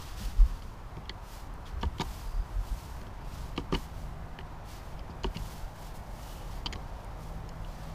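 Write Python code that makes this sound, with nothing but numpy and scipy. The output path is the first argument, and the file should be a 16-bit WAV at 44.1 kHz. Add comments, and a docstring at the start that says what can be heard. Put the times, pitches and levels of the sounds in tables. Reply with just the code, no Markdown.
"""A flat screwdriver picks at corroded screw heads in a metal plate on a boat deck, worked by someone kneeling.
Skids of the tip are bursts of grit that ring the modes of the blade; blows ring the plate and the hollow deck.
The shank sings faintly through the fingers, flakes of corrosion snap off and a short dull tail follows the tool.
Jacket sleeves swish as filtered noise that swells with each stroke and jerks with each blow.
Under it lie a low rumble, soft thumps of deep sine, a distant roar of coloured noise and a faint wavering hum."""
import sys
import numpy as np
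from scipy import signal
from scipy.fft import rfft, irfft
from scipy.io import wavfile
from scipy.ndimage import uniform_filter1d

SR = 44100
rng = np.random.default_rng(int(sys.argv[2]) if len(sys.argv) > 2 else 0)


def log_audio(samples):
    """Write samples as a 16-bit WAV file to the path given in sys.argv[1]."""
    # one column per channel
    frames = np.atleast_2d(samples).T
    # limit to full scale, then quantise
    limited = np.clip(frames, -1, 1)
    pcm = np.round(limited * 32767).astype(np.int16)
    wavfile.write(sys.argv[1], SR, pcm)


N = 350374
TIME = np.arange(N) / SR  # s

# modes of the blade with its tip pressed down, main mode first:
# (frequency [Hz], relative level [dB], t60 [s])
BLADE_MODES = [(3110, 2.5, 0.012), (3400, -16, 0.016), (4050, -20, 0.023), (4300, -8, 0.011),
               (4595, -11, 0.013), (5030, -19, 0.021), (6130, -23, .014), (6790, -18, 0.013),
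               (9450, -42, 0.011)]
# blows of the tip on the plate, levels before trim:
# (time [s], level of the plate [dB], push on the deck [dB])
BLOWS = [(.969, -51, -44.5), (1.096, -49, -45.5), (1.831, -32, -32.5), (1.998, -36.5, -30.5),
         (2.007, -36, -37.5), (2.016, -34, -35), (3.011, -65, -45.5), (3.065, -62, -44), (3.579, -36, -30),
         (3.725, -34, -25.5), (3.741, -36, -32.5), (3.752, -38, -35.5), (4.389, -50, -46),
         (5.095, -59, -45.5), (5.2442, -33.5, -31), (5.361, -49, -36.5), (6.66, -37, -38),
         (6.728, -48.5, -45), (6.757, -46.5, -41)]


def amp(db):
    """Decibels to gain."""
    return 10 ** (np.asarray(db) / 20)


def unit(x):
    """Scales to rms 1."""
    return x / np.sqrt(np.mean(x ** 2) + 1e-20)


def held(x, seconds):
    """Scales a short sound to the energy of rms 1 held for so many seconds."""
    return x * np.sqrt(seconds * SR / (np.sum(x ** 2) + 1e-20))


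def curve(rows, t):
    """A control curve at the times t."""
    return np.interp(t, *np.transpose(rows))


def colour(points, hz):
    """Gain of a spectrum table at the given frequencies, read along log frequency."""
    f, db = np.transpose(points)
    return amp(np.interp(np.log(hz + 1), np.log(f), db))


def tinted(x, spectrum):
    """Filters x by a spectrum table."""
    gain = colour(spectrum, np.fft.rfftfreq(len(x), 1 / SR))
    return irfft(rfft(x) * gain, len(x))


def add(mix, s, sound):
    """Mixes a sound in at time s."""
    part = mix[max(round(s * SR), 0):][:len(sound)]
    part += sound[:len(part)]


def drift(hz):
    """Slow random wander of rms 1, up to about hz changes a second."""
    lowpass = np.exp(-(np.fft.rfftfreq(N, 1 / SR) / hz) ** 2)
    return unit(irfft(rfft(rng.standard_normal(N)) * lowpass, N))


def ring(modes, bright_db=0, scatter_db=2, rise=0.00014, size=8000):
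    """Modes that build up over a moment and die; each point of contact weights them a little differently."""
    hz, db, t60 = np.transpose(modes)[:, :, None]
    t = np.arange(size) / SR
    tilt_db = bright_db * np.log2(hz / hz[0])
    weight = amp(db + tilt_db + scatter_db * rng.standard_normal(hz.shape))
    swing = np.sin(2 * np.pi * (hz * t + rng.random(hz.shape)))
    decay = np.exp(-np.log(1000) * t / t60)
    return (weight * decay * swing).sum(0) * (1 - np.exp(-t / rise))


def grit(length, limit=1.7, size=1024, count=12):
    """Force on a skidding tip: a short dense noise burst, even in spectrum, with its peaks clipped."""
    contact = np.arange(size) / SR < length
    force = rng.standard_normal(size)
    # alternately flatten the spectrum and clip the peaks
    for _ in range(count):
        bins = rfft(force * contact)
        force = irfft(bins / (abs(bins) + 1e-9))
        force = np.clip(force / force[contact].std(), -limit, limit)
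    return force * contact


def skid(length, db, bright_db, hz, contact_hz, ring_db, crunch_db, size=256):
    """Grit rings the blade and the screw edge that it bites, and crackles by itself; gives (delay s, sound) parts."""
    # breaking corrosion: (frequency [Hz], relative level per Hz before the skid's tilt [dB])
    crust_spectrum = [(700, -40), (1350, -15), (1900, -1), (2250, 3.5), (2600, 0.5), (3300, -7.5),
                      (4400, -9.5), (5300, -4.5), (6800, -19), (7800, -22), (15000, -31)]
    contact_t60 = 0.013  # s
    crust_trim_db = 3.0
    snap = 0.18  # share of the blade's brightness that tilts the crackle
    lasts = length + 0.0007  # s; the ring outlasts the skid

    modes = [(hz, *BLADE_MODES[0][1:])] + list(BLADE_MODES[1:])  # grip and pressure move the main mode
    blade = signal.fftconvolve(grit(length), ring(modes, bright_db, scatter_db=1.0, rise=0.00028))
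    contact = signal.fftconvolve(grit(length), ring([(contact_hz, 0, contact_t60)], rise=0.00011))
    # a sharper catch snaps higher
    crackle = [(f, level + snap * bright_db * np.log2(f / hz)) for f, level in crust_spectrum]
    crust = tinted(np.pad(grit(length), size), crackle)
    return [(0, amp(db) * held(blade, lasts)),
            (0, amp(db + ring_db) * held(contact, lasts)),
            (-size / SR, amp(db + crunch_db + crust_trim_db) * held(crust, lasts))]


def rebounds():
    """Skid rows for the one light second touch of the tip after each blow that pushes the deck hard."""
    hard_db = -33  # push on the deck before trim
    delay, length = .022, .0015  # s
    relative_db = -17  # to the blow on the plate before trim
    bright_db = 3  # dB per octave
    edge_hz, edge_ring_db, edge_crunch_db = 2800, -8, -11  # the screw edge that a rebound meets
    main_hz = BLADE_MODES[0][0]
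    return [(s + delay, length, blow_db + relative_db, bright_db, main_hz, edge_hz, edge_ring_db, edge_crunch_db)
            for s, blow_db, push_db in BLOWS if push_db > hard_db]


def skids():
    """Every skid and rebound of the tip, each a grit force driving blade, screw edge and crust."""
    # skids of the tip: (time [s], length [s], level [dB], brightness [dB per octave],
    # main mode of the blade [Hz], ring of the contact [Hz], level of that ring relative to the blade [dB],
    # crunch of the crust relative to the blade, before trim [dB])
    skid_rows = [(.621, .0032, -53, -3, 3050, 4600, -5, -7), (.9683, 0.0033, -61, 4, 3200, 2420, 4, 1),
                 (1.054, .0036, -56, -7, 3250, 2470, -6, -7),
                 (1.0938, 0.0017, -32, -5, 3250, 4500, -4.5, -15),
                 (1.0955, .0025, -42.5, -8, 3130, 1990, 4.5, -24),
                 (1.655, 0.018, -60, 3, 3270, 3640, -2, -5), (1.81, 0.011, -53.5, 5, 3080, 5540, -2, -9),
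                 (1.8283, 0.0037, -38, -1, 2970, 3550, -5, -10),
                 (1.983, 0.0035, -47, 2, 3140, 4360, -7, -7), (1.9965, 0.0029, -41.5, 0, 3180, 3660, 0, -8),
                 (2.0046, 0.0079, -39.5, 8, 3100, 3730, -2, -7),
                 (2.012, .0072, -40, 12, 3050, 3830, -3, -5), (3.014, 0.0029, -56, 1, 3170, 1660, 5, -9),
                 (3.067, 0.0036, -56.5, -1, 3240, 1990, -9, -12),
                 (3.563, 0.0063, -50.5, 6, 3140, 4250, -4, -7),
                 (3.5766, 0.0023, -33, -9, 2980, 3900, -8, -7.5),
                 (3.725, 0.0014, -36, -4, 3050, 1930, -8, -12),
                 (3.737, 0.0094, -44, -5, 2900, 4500, -8, -3),
                 (3.747, .0068, -33.5, -12, 2940, 4500, -8, -8.5),
                 (4.388, 0.002, -42, -8, 3030, 1760, 0.5, -11),
                 (4.401, 0.012, -55.5, -6, 2960, 2020, -1, -14),
                 (4.992, .0034, -53.5, 0, 3150, 5030, -1.5, -9), (5.098, 0.022, -67, 10, 3090, 4890, 1, -9),
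                 (5.234, .002, -44.5, 16, 3100, 4240, 1, -8),
                 (5.242, .0024, -31.5, -6, 2910, 1650, -12, -14),
                 (5.347, 0.014, -52, -1, 2880, 2230, -3, -6), (5.369, .0016, -36, 4, 2850, 4510, -6, -12),
                 (6.659, 0.0041, -32, 1, 3070, 4650, -5, -22),
                 (6.6634, 0.006, -33.5, -4, 3130, 4700, -6, -15),
                 (6.7258, .0019, -38.5, 17, 3190, 2200, -1, -8),
                 (6.731, .006, -43.5, 10, 3130, 1790, -.5, -7),
                 (6.7565, 0.0019, -48.5, -2, 3080, 4070, -3, -8),
                 (7.4904, 0.0026, -50.5, 23, 3000, 5300, -3, -17),
                 (7.6466, .0022, -50, -8, 2910, 3550, -11, -17)]
    out = np.zeros(N)
    for s, *row in list(skid_rows) + rebounds():
        for delay, sound in skid(*row):
            add(out, s + delay, sound)
    return out


def knocks(plate_trim_db=0.5, deck_trim_db=1.0):
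    """The tip lands on the plate, which shakes the hollow deck under it; both ring in their own modes."""
    # modes of the plate: (frequency [Hz], relative level [dB], t60 [s])
    plate_modes = [(729, -4.5, 0.037), (919, 2, 0.034), (956, -1, 0.052), (1096, -12, 0.085),
                   (1164, 2, 0.03), (1480, -9, .025), (1714, -13, 0.038), (2030, -15, 0.045),
                   (2230, -14.5, 0.028)]
    # modes of the hollow deck: (frequency [Hz], relative level [dB], t60 [s])
    deck_modes = [(70.3, -1, 0.21), (103, -4.5, 0.1), (159, -1, 0.15), (220.8, -1.5, 0.12),
                  (282.4, -4.5, 0.13), (339, -8.5, 0.084), (382, -1, 0.091), (472.5, -7, 0.073)]
    out = np.zeros(N)
    for s, blow_db, push_db in BLOWS:
        plate = held(ring(plate_modes, scatter_db=4.0, rise=0.00067), 0.0087)
        deck = held(ring(deck_modes, scatter_db=4.0, rise=0.0011), 0.016)
        add(out, s, amp(blow_db + plate_trim_db) * plate)
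        add(out, s, amp(push_db + deck_trim_db) * deck)
    return out


def slides(t60=0.011):
    """The shank slides through the fingers: light rubbing keeps one of its modes faintly singing."""
    # slides of the shank: (start [s], length [s], level before the fades [dB], ring [Hz])
    slide_rows = [(2, 0.59, -66, 4850), (6.073, 0.55, -63, 2980)]
    out = np.zeros(N)
    for s, length, db, hz in slide_rows:
        rub = rng.standard_normal(round(length * SR))
        sung = signal.fftconvolve(rub, ring([(hz, 0, t60)]))[:len(rub)]
        add(out, s, amp(db) * unit(sung) * np.hanning(len(rub)))
    return out


def flakes(length=0.0016, size=256):
    """Flakes of corrosion break off in tiny, dry, bright snaps, one of them along with a skid."""
    # flakes: (time [s], level [dB])
    flake_rows = [(1.539, -61), (7.046, -57), (7.491, -61)]
    # colour of a snap: (frequency [Hz], relative level per Hz [dB])
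    snap_spectrum = [(2500, -30), (4500, -3), (7000, -3), (10000, 1), (15000, -10)]
    out = np.zeros(N)
    for s, db in flake_rows:
        snap = tinted(np.pad(grit(length), size), snap_spectrum)
        add(out, s - size / SR, amp(db) * held(snap, 0.0043))
    return out


def reflections(x, wet_db=-13, t60=0.06, dull_hz=3000, size=12000):
    """The deck and cabin scatter a short, dull tail into the open air: sparse random echoes that die away."""
    t = np.arange(size) / SR
    sparse = (rng.random(size) < .08) * (t > .003)
    taps = rng.standard_normal(size) * sparse * np.exp(-np.log(1000) * t / t60)
    taps = signal.lfilter(*signal.butter(1, dull_hz, fs=SR), taps / np.linalg.norm(taps))
    return amp(wet_db) * signal.fftconvolve(x, taps)[:N]


def swell(s, rise, fade):
    """A rounded hump of height 1 at time s, with its own rise and fade times."""
    return np.exp(-((TIME - s) / np.where(TIME < s, rise, fade)) ** 2)


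def sleeve_levels():
    """Gains of swish and cloth: each stroke of the arms swells and fades, and each blow adds a brief jerk."""
    # strokes of the arms, levels before trim: (fastest moment [s], swell [s], fade [s],
    # swish [dB], body of the cloth relative to the swish [dB])
    stroke_rows = [(.01, .1, 0.15, -58, 7.5), (.22, 0.053, 0.089, -53.5, 6), (.49, 0.7, 0.22, -65, 7.5),
                   (1.335, 0.086, .11, -59, 3.5), (1.68, 0.023, 0.038, -67.5, 13.5),
                   (1.83, 0.036, 0.028, -67, 3), (2.1, .11, .23, -56.7, 3), (2.51, .09, 0.11, -67.5, 5),
                   (2.69, 0.092, 0.17, -59.5, 2), (2.86, 0.18, 0.19, -61, 3), (3.375, .115, 0.15, -60.5, 6),
                   (3.77, 0.023, 0.11, -57.5, 4), (3.99, .07, .115, -65, 3.5),
                   (4.723, 0.058, .08, -58.5, 6.5), (4.85, .05, 0.14, -67.5, 5),
                   (5.46, 0.12, 0.19, -56.5, 3), (5.845, 0.11, 0.086, -59.5, 3),
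                   (5.958, 0.018, .035, -57, -3), (6.32, 0.24, .145, -58, 2), (6.54, .085, 0.092, -62, 5.5),
                   (6.86, 0.22, 0.38, -73, 9), (7.22, 0.047, 0.16, -64, 2.5), (7.83, 0.23, .2, -65, 7)]
    still_swish_db, still_cloth_db = -74, -67  # before trim; the sleeves never quite rest
    jolt_swish_db, jolt_cloth_db = -41, -23  # before trim, relative to the push on the deck before trim
    jolt_swell, jolt_fade = 0.0059, .035  # s

    moves = [(s, rise, fade, db, db + body_db) for s, rise, fade, db, body_db in stroke_rows]
    moves += [(s, jolt_swell, jolt_fade, push_db + jolt_swish_db, push_db + jolt_cloth_db)
              for s, _, push_db in BLOWS]
    # the moves add as powers
    swish, cloth = amp(still_swish_db) ** 2, amp(still_cloth_db) ** 2
    for s, rise, fade, swish_db, cloth_db in moves:
        power = swell(s, rise, fade) ** 2
        swish = swish + amp(swish_db) ** 2 * power
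        cloth = cloth + amp(cloth_db) ** 2 * power
    return np.sqrt(swish), np.sqrt(cloth)


def sleeves(swish_trim_db=1, cloth_trim_db=-2, flutter_db=1.0):
    """Smooth fabric slides on itself: a fine hiss over a duller rub, fluttering together as the folds pass."""
    # fine hiss of the fabric: (frequency [Hz], relative level per Hz [dB])
    swish_spectrum = [(1500, -25), (3000, -8), (4800, -2.5), (6500, 0), (8500, -2), (11000, -2.5),
                      (13500, -2), (15500, -5.5)]
    # duller rub of the cloth: (frequency [Hz], relative level per Hz [dB])
    cloth_spectrum = [(500, -35), (1200, 1.5), (2200, -1.5), (3100, 2), (3900, -0.5), (4700, 1), (6000, -3),
                      (8500, -11.5), (15000, -29)]
    swish_gain, cloth_gain = sleeve_levels()
    swish = swish_gain * amp(swish_trim_db) * unit(tinted(rng.standard_normal(N), swish_spectrum))
    cloth = cloth_gain * amp(cloth_trim_db) * unit(tinted(rng.standard_normal(N), cloth_spectrum))
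    return (swish + cloth) * amp(flutter_db * drift(58))


def thumps():
    """A few cycles of deep pressure that swell and die."""
    # soft thumps: (middle [s], length [s], frequency [Hz], peak level [dB])
    thump_rows = [(0.218, 0.064, 202, -40.5), (0.27, 0.065, 39, -28.5), (0.415, 0.082, 36.8, -10.5),
                  (0.457, 0.039, 45.3, -21), (0.519, 0.13, 36, -30), (1.764, 0.098, 66, -33),
                  (1.868, 0.061, 66.4, -23.5), (2.283, 0.089, 35.6, -28), (2.377, 0.17, 36.4, -25),
                  (2.402, 0.036, 65.4, -27.5), (2.589, 0.15, 42.2, -25.5), (2.59, 0.077, 86, -34.5),
                  (2.725, 0.069, 41.5, -24.5), (3.753, .09, 40.4, -29.5), (5.268, 0.13, 43.7, -27.5),
                  (5.642, 0.075, 31.8, -30)]
    out = np.zeros(N)
    for s, length, hz, db in thump_rows:
        t = np.arange(-length / 2, length / 2, 1 / SR)
        hump = np.cos(np.pi * t / length) ** 2
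        add(out, s - length / 2, amp(db) * hump * np.sin(2 * np.pi * hz * t))
    return out


def rumble(trim_db=2.5):
    """Lumpy low rumble: dark noise whose level wanders."""
    # colour of the rumble: (frequency [Hz], relative level per Hz [dB])
    rumble_spectrum = [(12, -4.5), (25, -3), (37, 4), (55, -1), (80, -6), (110, -7), (150, -13.5),
                       (230, -21), (350, -26), (600, -28.5), (1500, -56.5)]
    # course of the rumble: (time [s], level before trim and wander [dB])
    rumble_level = [(0, -44), (.45, -42), (1.3, -46.5), (1.9, -41), (2.9, -47), (3.65, -41.5), (4.8, -46),
                    (5.3, -42), (6, -47), (6.7, -42.5), (7.94, -45)]
    level_db = curve(rumble_level, TIME) + trim_db + 1.12 * drift(4.0)
    return amp(level_db) * unit(tinted(rng.standard_normal(N), rumble_spectrum))


def noise(spectrum, patchy_db, shift, size):
    """Noise of rms 1 with a given spectrum, drifting patches and a sliding colour."""
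    overlap = size * 3 // 4
    hz, t, bins = signal.stft(rng.standard_normal(N), SR, nperseg=size, noverlap=overlap)
    patches = uniform_filter1d(rng.standard_normal(bins.shape), size=14, axis=0)  # across frequency
    patches = unit(uniform_filter1d(patches, size=10, axis=1))  # along time
    bins = bins * colour(spectrum, hz[:, None] / curve(shift, t)) * amp(patchy_db * patches)
    return unit(signal.istft(bins, nperseg=size, noverlap=overlap)[1][:N])


def roar(trim_db=2):
    """A far roar: patchy noise that slowly darkens as its spectrum slides down."""
    # colour of the roar: (frequency before the shift [Hz], relative level per Hz [dB])
    roar_spectrum = [(100, 1), (300, -2), (480, -4.5), (700, 0.5), (950, 1.5), (1300, -5), (2000, -12.5),
                     (3000, -19.5), (6000, -29.5), (15000, -50)]
    # slide of the colour: (time [s], factor on the roar's frequencies [ratio])
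    roar_shift = [(0, 1.087), (4.5, 0.99), (6, 0.91), (7.9, 0.92)]
    # course of the roar: (time [s], level before trim [dB])
    roar_level = [(0, -53), (.6, -54.5), (1.6, -52.5), (2.8, -52.5), (5.2, -51), (7.94, -50)]
    far = noise(roar_spectrum, patchy_db=0.9, shift=roar_shift, size=2048)
    return amp(curve(roar_level, TIME) + trim_db) * far


def hum():
    """A faint hum of a few sines, each wavering in pitch, all wavering in level together."""
    # partials of the hum: (middle frequency [Hz], relative level [dB])
    hum_partials = [(98, -5.5), (157, -1), (211, -14.5)]
    # course of the hum: (time [s], level before the waver [dB])
    hum_level = [(0, -67.5), (3.8, -54), (6.3, -56.5), (7.2, -58.5), (7.55, -50.5), (7.9, -47)]
    tone = np.zeros(N)
    for hz, db in hum_partials:
        pitch = hz * (1 + 0.0126 * drift(5.87))
        tone += amp(db) * np.sin(2 * np.pi * np.cumsum(pitch) / SR)
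    return amp(curve(hum_level, TIME) + 2 * drift(5)) * unit(tone)


def scene():
    """The tool close by with its short tail, the worker's sleeves and the harbour air."""
    tool = skids() + knocks() + slides()
    worker = tool + reflections(tool) + flakes() + sleeves()
    background = thumps() + rumble() + roar() + hum()
    return (worker + background)[None]


def record(dry):
    """Limits the band with a steep linear-phase low-pass."""
    edge_hz = 15400
    lowpass = signal.firwin(511, edge_hz, window=("kaiser", 9), fs=SR)
    return signal.oaconvolve(dry, lowpass[None], "same")


dry = scene()
out = record(dry)
log_audio(out)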